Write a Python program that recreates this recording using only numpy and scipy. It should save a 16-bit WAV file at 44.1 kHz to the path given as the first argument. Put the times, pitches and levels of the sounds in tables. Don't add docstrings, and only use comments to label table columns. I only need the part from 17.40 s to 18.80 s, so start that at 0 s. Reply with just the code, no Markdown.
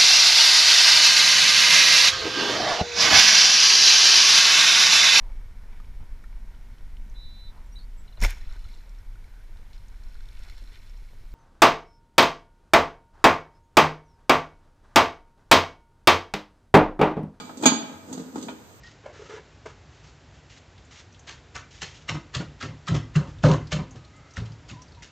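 import sys
import numpy as np
from scipy import signal
from scipy.fft import rfft, irfft, next_fast_len
from scipy.io import wavfile

SR = 44100
rng = np.random.default_rng(int(sys.argv[2]) if len(sys.argv) > 2 else 0)


def generate_wav(signal):
    frames = np.transpose(np.atleast_2d(signal))
    scaled = np.clip(frames, -1, 1) * 32767
    pcm = np.round(scaled).astype(np.int16)
    wavfile.write(sys.argv[1], SR, pcm)


def invert_db(x):
    u = np.asarray(x, float) / 20
    return 10 ** u


N = 61739
LEAD = 8820
TOTAL = N + LEAD


def at_hz(points, hz):
    table = np.array(points)
    return np.interp(np.log(hz), np.log(table[:, 0]), table[:, 1])


def rms_one(x):
    return x / np.sqrt(np.mean(x ** 2) + 1e-20)


def clicks(column, spread_db, signed=True, growth=1):
    # time in seconds, thud into pot and stove in dB,
    # knock into the lid plate in dB, clack into its skirt in dB, click on the rim in dB.
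    contacts = np.array([(-.03, -29, -14, -19, -27.5), (0.093, -64, -25, -38, -63),
                         (0.1726, -26.5, -57, -64, -35.5), (0.2251, -25, -22, -37, -31.5),
                         (.232, -13, -17.5, -51, -32.5), (0.2365, -11, -18, -17.5, -31),
                         (0.2571, -0.5, -5, -10.5, -12), (.262, -18.5, -16, -9.5, -11),
                         (0.271, -18, -18, -26, -46), (.289, -23, -19.5, -17.5, -42),
                         (.318, -13, -16, -40, -52), (.34, -19, -45, -51, -45),
                         (0.429, -27.5, -48, -48, -53), (0.527, -35, -47, -38, -62),
                         (0.686, -27, -33, -50, -80), (0.7277, -40, -30.5, -60, -29),
                         (0.7769, -26, -27.5, -43, -43.5), (.797, -24.5, -45, -45, -45),
                         (.838, -33.5, -41, -51, -62), (0.9574, -20.5, -23, -36, -41.5),
                         (0.981, -25.5, -34, -42, -44), (1.013, -24.5, -59, -46, -46),
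                         (1.0263, -26.5, -37, -50, -34), (1.0845, -33, -21.5, -24, -63)])
    strength, sign = rng.standard_normal((2, len(contacts)))
    hits = invert_db(growth * contacts[:, column] + spread_db * strength)
    if signed:
        hits = hits * np.sign(sign)
    out = np.zeros(TOTAL)
    out[(contacts[:, 0] * SR).astype(int) + LEAD] = hits
    return out


def soften(x, cut_hz):
    return signal.lfilter(*signal.butter(2, cut_hz, fs=SR), x)


def ring(drive, hz, t60):
    # frequency in Hz, phase in radians.
    split = [(200, -0.0442), (450, 0.5741), (800, 0.32), (1200, 0.78), (3000, 0.73), (8000, 0.6)]
    pole = invert_db(-60 / (t60 * SR)) * np.exp(2j * np.pi * hz / SR)
    z = signal.lfilter([1], [1, -pole], drive + 1e-18)
    phase = at_hz(split, hz) * rng.choice([-1, 1]) * np.array([[1], [-1]])
    return np.imag(z * np.exp(1j * phase))


def body(modes, column, level_db, cut_hz, rub=0, growth=1.35, tilt_db=0):
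    out = 0
    for hz, db, t60 in modes:
        struck = invert_db(level_db) * clicks(column, spread_db=2.5, growth=growth)
        octaves = np.log2(hz / modes[0][0])
        rubbed = invert_db(tilt_db * octaves) * rub
        out = out + ring(soften(invert_db(db) * (struck + rubbed), cut_hz), hz, t60)
    return out


def pot_and_stove(rub):
    # frequency in Hz, level in dB, t60 in seconds.
    modes = [(175.3, -4.5, 0.11), (209.6, -7.5, 0.24), (228.3, -9.5, 0.29), (259.9, 1, 0.15),
             (307.5, -3, 0.14), (402.4, -7, 0.088), (454.2, -9.5, 0.13), (479.2, -14.5, 0.12),
             (530.3, -12.5, 0.074)]
    return body(modes, column=1, level_db=-10, cut_hz=680, rub=rub, growth=1, tilt_db=3)


def lid_plate(rub):
    # frequency in Hz, level in dB, t60 in seconds.
    modes = [(653.3, 0, 0.11), (755, -11.5, 0.15), (846.7, -2, 0.15), (874, -4.5, 0.12), (920, -4, 0.053),
             (951, -2.5, 0.084), (1071, -12, 0.14), (1234.4, -5, 0.21), (1291, -4.5, 0.11),
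             (1437, -7, 0.14), (1610, -17, 0.33), (1794, -23, 0.11)]
    return body(modes, column=2, level_db=-8, cut_hz=9100, rub=invert_db(-14) * rub)


def lid_skirt():
    # frequency in Hz, level in dB, t60 in seconds.
    modes = [(2325, 2, .09), (2474, 0, 0.12), (3044, -8, 0.23), (3187, -8.5, 0.18), (3460, 0.5, 0.096),
             (3700, -36, 0.051)]
    return body(modes, column=3, level_db=-11, cut_hz=20000)


def rim_and_lugs():
    # frequency in Hz, level in dB, t60 in seconds.
    modes = [(3830, -5, 0.36), (4433, -7.5, 0.23), (4640, 7, 0.17), (6307, -1.5, 0.084), (6440, -7, 0.21),
             (6700, -23, .14), (6646, 7, 0.16), (6830, -14.5, 0.34), (7380, -11.5, 0.3), (7500, -7, 0.13),
             (7400, -40, .14), (8330, -8.5, .1)]
    return body(modes, column=4, level_db=-13, cut_hz=8900)


def gasket_drag():
    # time in seconds, level in dB.
    s, db = np.transpose([(0, -40.5), (.1, -46), (.17, -53), (0.222, -31.5), (.3, -37), (.4, -59),
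                          (0.499, -43.5), (.6, -56.5), (.66, -48.5), (0.699, -39.5), (0.821, -42.5),
                          (.92, -52.5), (.95, -41), (1.101, -39.5), (1.158, -53.5), (1.249, -60.5),
                          (1.4, -67.5)])
    slips_per_s, slip_spread_db = 1300, 1.5
    happens = rng.random(TOTAL) < slips_per_s / SR
    size = rng.standard_normal(TOTAL) * invert_db(slip_spread_db * rng.exponential(1, TOTAL))
    effort = invert_db(np.interp((np.arange(TOTAL) - LEAD) / SR, s, db))
    return effort * rms_one(happens * size) / 20, effort


def bands(length):
    # frequency in Hz, correlation from -1 to 1.
    likeness = [(40, 0.83), (90, 0.073), (250, 0.8), (500, 0.77), (1000, 0.046), (2500, -0.17),
                (10000, 0.061)]
    edges = 40 * 2 ** (np.arange(27) / 3)
    white = rng.standard_normal((2, 2, length))
    for k, (low, high) in enumerate(zip(edges, edges[1:])):
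        band = signal.butter(2, [low, high], "band", fs=SR, output="sos")
        mid, side = signal.sosfilt(band, white[k % 2])
        hz = np.sqrt(low * high)
        alike = np.clip(at_hz(likeness, hz), -1, 1)
        yield hz, np.sqrt(1 + alike) * mid + np.sqrt(1 - alike) * side * [[1], [-1]]


def crash_and_hiss(effort):
    # frequency in Hz, level in dB per Hz.
    knock_crash = [(350, -17), (700, 1), (1300, -3), (1800, -11.5), (2600, -57)]
    clack_crash = [(1200, -36), (1900, -5.5), (2500, -12.5), (3500, -2.5), (4200, -8.5), (5300, -21),
                   (6500, -51)]
    click_crash = [(1500, -24), (3000, -5), (4200, -1), (5400, -4), (7000, 3.5), (9000, -16.5),
                   (12000, -19.5), (15000, -24)]
    # frequency in Hz, t60 in seconds.
    crash_t60 = [(600, 0.11), (3500, 0.14), (8000, 0.07), (13000, 0.084)]
    crash_db, hiss_db = -6, -12
    knocks, clacks, ticks = (clicks(column, spread_db=0, signed=False) for column in (2, 3, 4))
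    out = 0
    for hz, noise in bands(TOTAL):
        hits = invert_db(at_hz(knock_crash, hz)) * knocks
        hits = hits + invert_db(at_hz(clack_crash, hz)) * clacks
        hits = hits + invert_db(at_hz(click_crash, hz)) * ticks
        decay = invert_db(-60 / (at_hz(crash_t60, hz) * SR))
        burst = invert_db(crash_db) * signal.lfilter([1], [1, -decay], hits + 1e-18)
        hiss = invert_db(hiss_db + at_hz(click_crash, hz)) * effort
        out = out + noise * (burst + hiss)
    return out


def kitchen(x):
    # frequency in Hz, t60 in seconds.
    tail_t60 = [(200, 0.56), (1000, 1), (3000, 0.66), (6000, .5), (13000, 0.26)]
    # frequency in Hz, level in dB.
    tail_db = [(200, -12.5), (1000, -15), (4000, -12), (12000, -12.5)]
    t = np.arange(SR // 2) / SR
    tail = 0
    for hz, noise in bands(len(t)):
        tail = tail + invert_db(at_hz(tail_db, hz) - 60 * t / at_hz(tail_t60, hz)) * noise
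    onset = np.clip((t - .003) / 0.0042, 0, 1)
    return signal.fftconvolve(x, tail * onset / 40, axes=1)[:, :x.shape[1]]


def room_tone():
    # frequency in Hz, level in dB per Hz.
    spectrum = [(40, -40), (90, 1), (200, -6), (450, -8.5), (1000, -9.5), (2500, -19), (6500, -22),
                (14000, -32)]
    air = rms_one(sum(invert_db(at_hz(spectrum, hz)) * noise for hz, noise in bands(TOTAL)))
    hum = rms_one(ring(rng.standard_normal(TOTAL), hz=92.2, t60=0.41))
    return invert_db(-51) * air + invert_db(-61.5) * hum


def scene():
    rub, effort = gasket_drag()
    cooker = pot_and_stove(rub) + lid_plate(rub) + lid_skirt() + rim_and_lugs() + crash_and_hiss(effort)
    cooker = signal.lfilter(*signal.butter(3, 201, "high", fs=SR), cooker)
    return (cooker + kitchen(cooker) + room_tone())[:, LEAD:]


def roll_off(x):
    return signal.sosfilt(signal.butter(12, 16380, fs=SR, output="sos"), x)


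def record(dry):
    # frequency in Hz, gain in dB.
    mic_dip = [(5000, -1), (5600, -6), (6100, 3)]
    mic_gap = [(8500, 0), (8800, -9.5), (9300, -20), (10000, -21), (11200, -14), (11500, 0.5), (15200, 1),
               (15900, -43)]
    # frequency in Hz, left minus right in dB.
    balance = [(100, 0), (700, -0.3), (2000, -0.5), (4000, -4), (8000, -5.5), (13000, -5)]
    ceiling, lopsided = .98, 0.044
    size = next_fast_len(N + 4096)
    hz = np.maximum(np.arange(size // 2 + 1) * SR / size, 1)
    colour_db = at_hz(mic_dip, hz) + at_hz(mic_gap, hz)
    gain = invert_db(colour_db + at_hz(balance, hz) * np.array([[.5], [-.5]]))
    x = irfft(rfft(dry, size) * gain, size)[:, :N]
    mix = np.clip(x - lopsided * x ** 2, -ceiling, ceiling)
    return roll_off(mix)


dry = scene()
out = record(dry)
generate_wav(out)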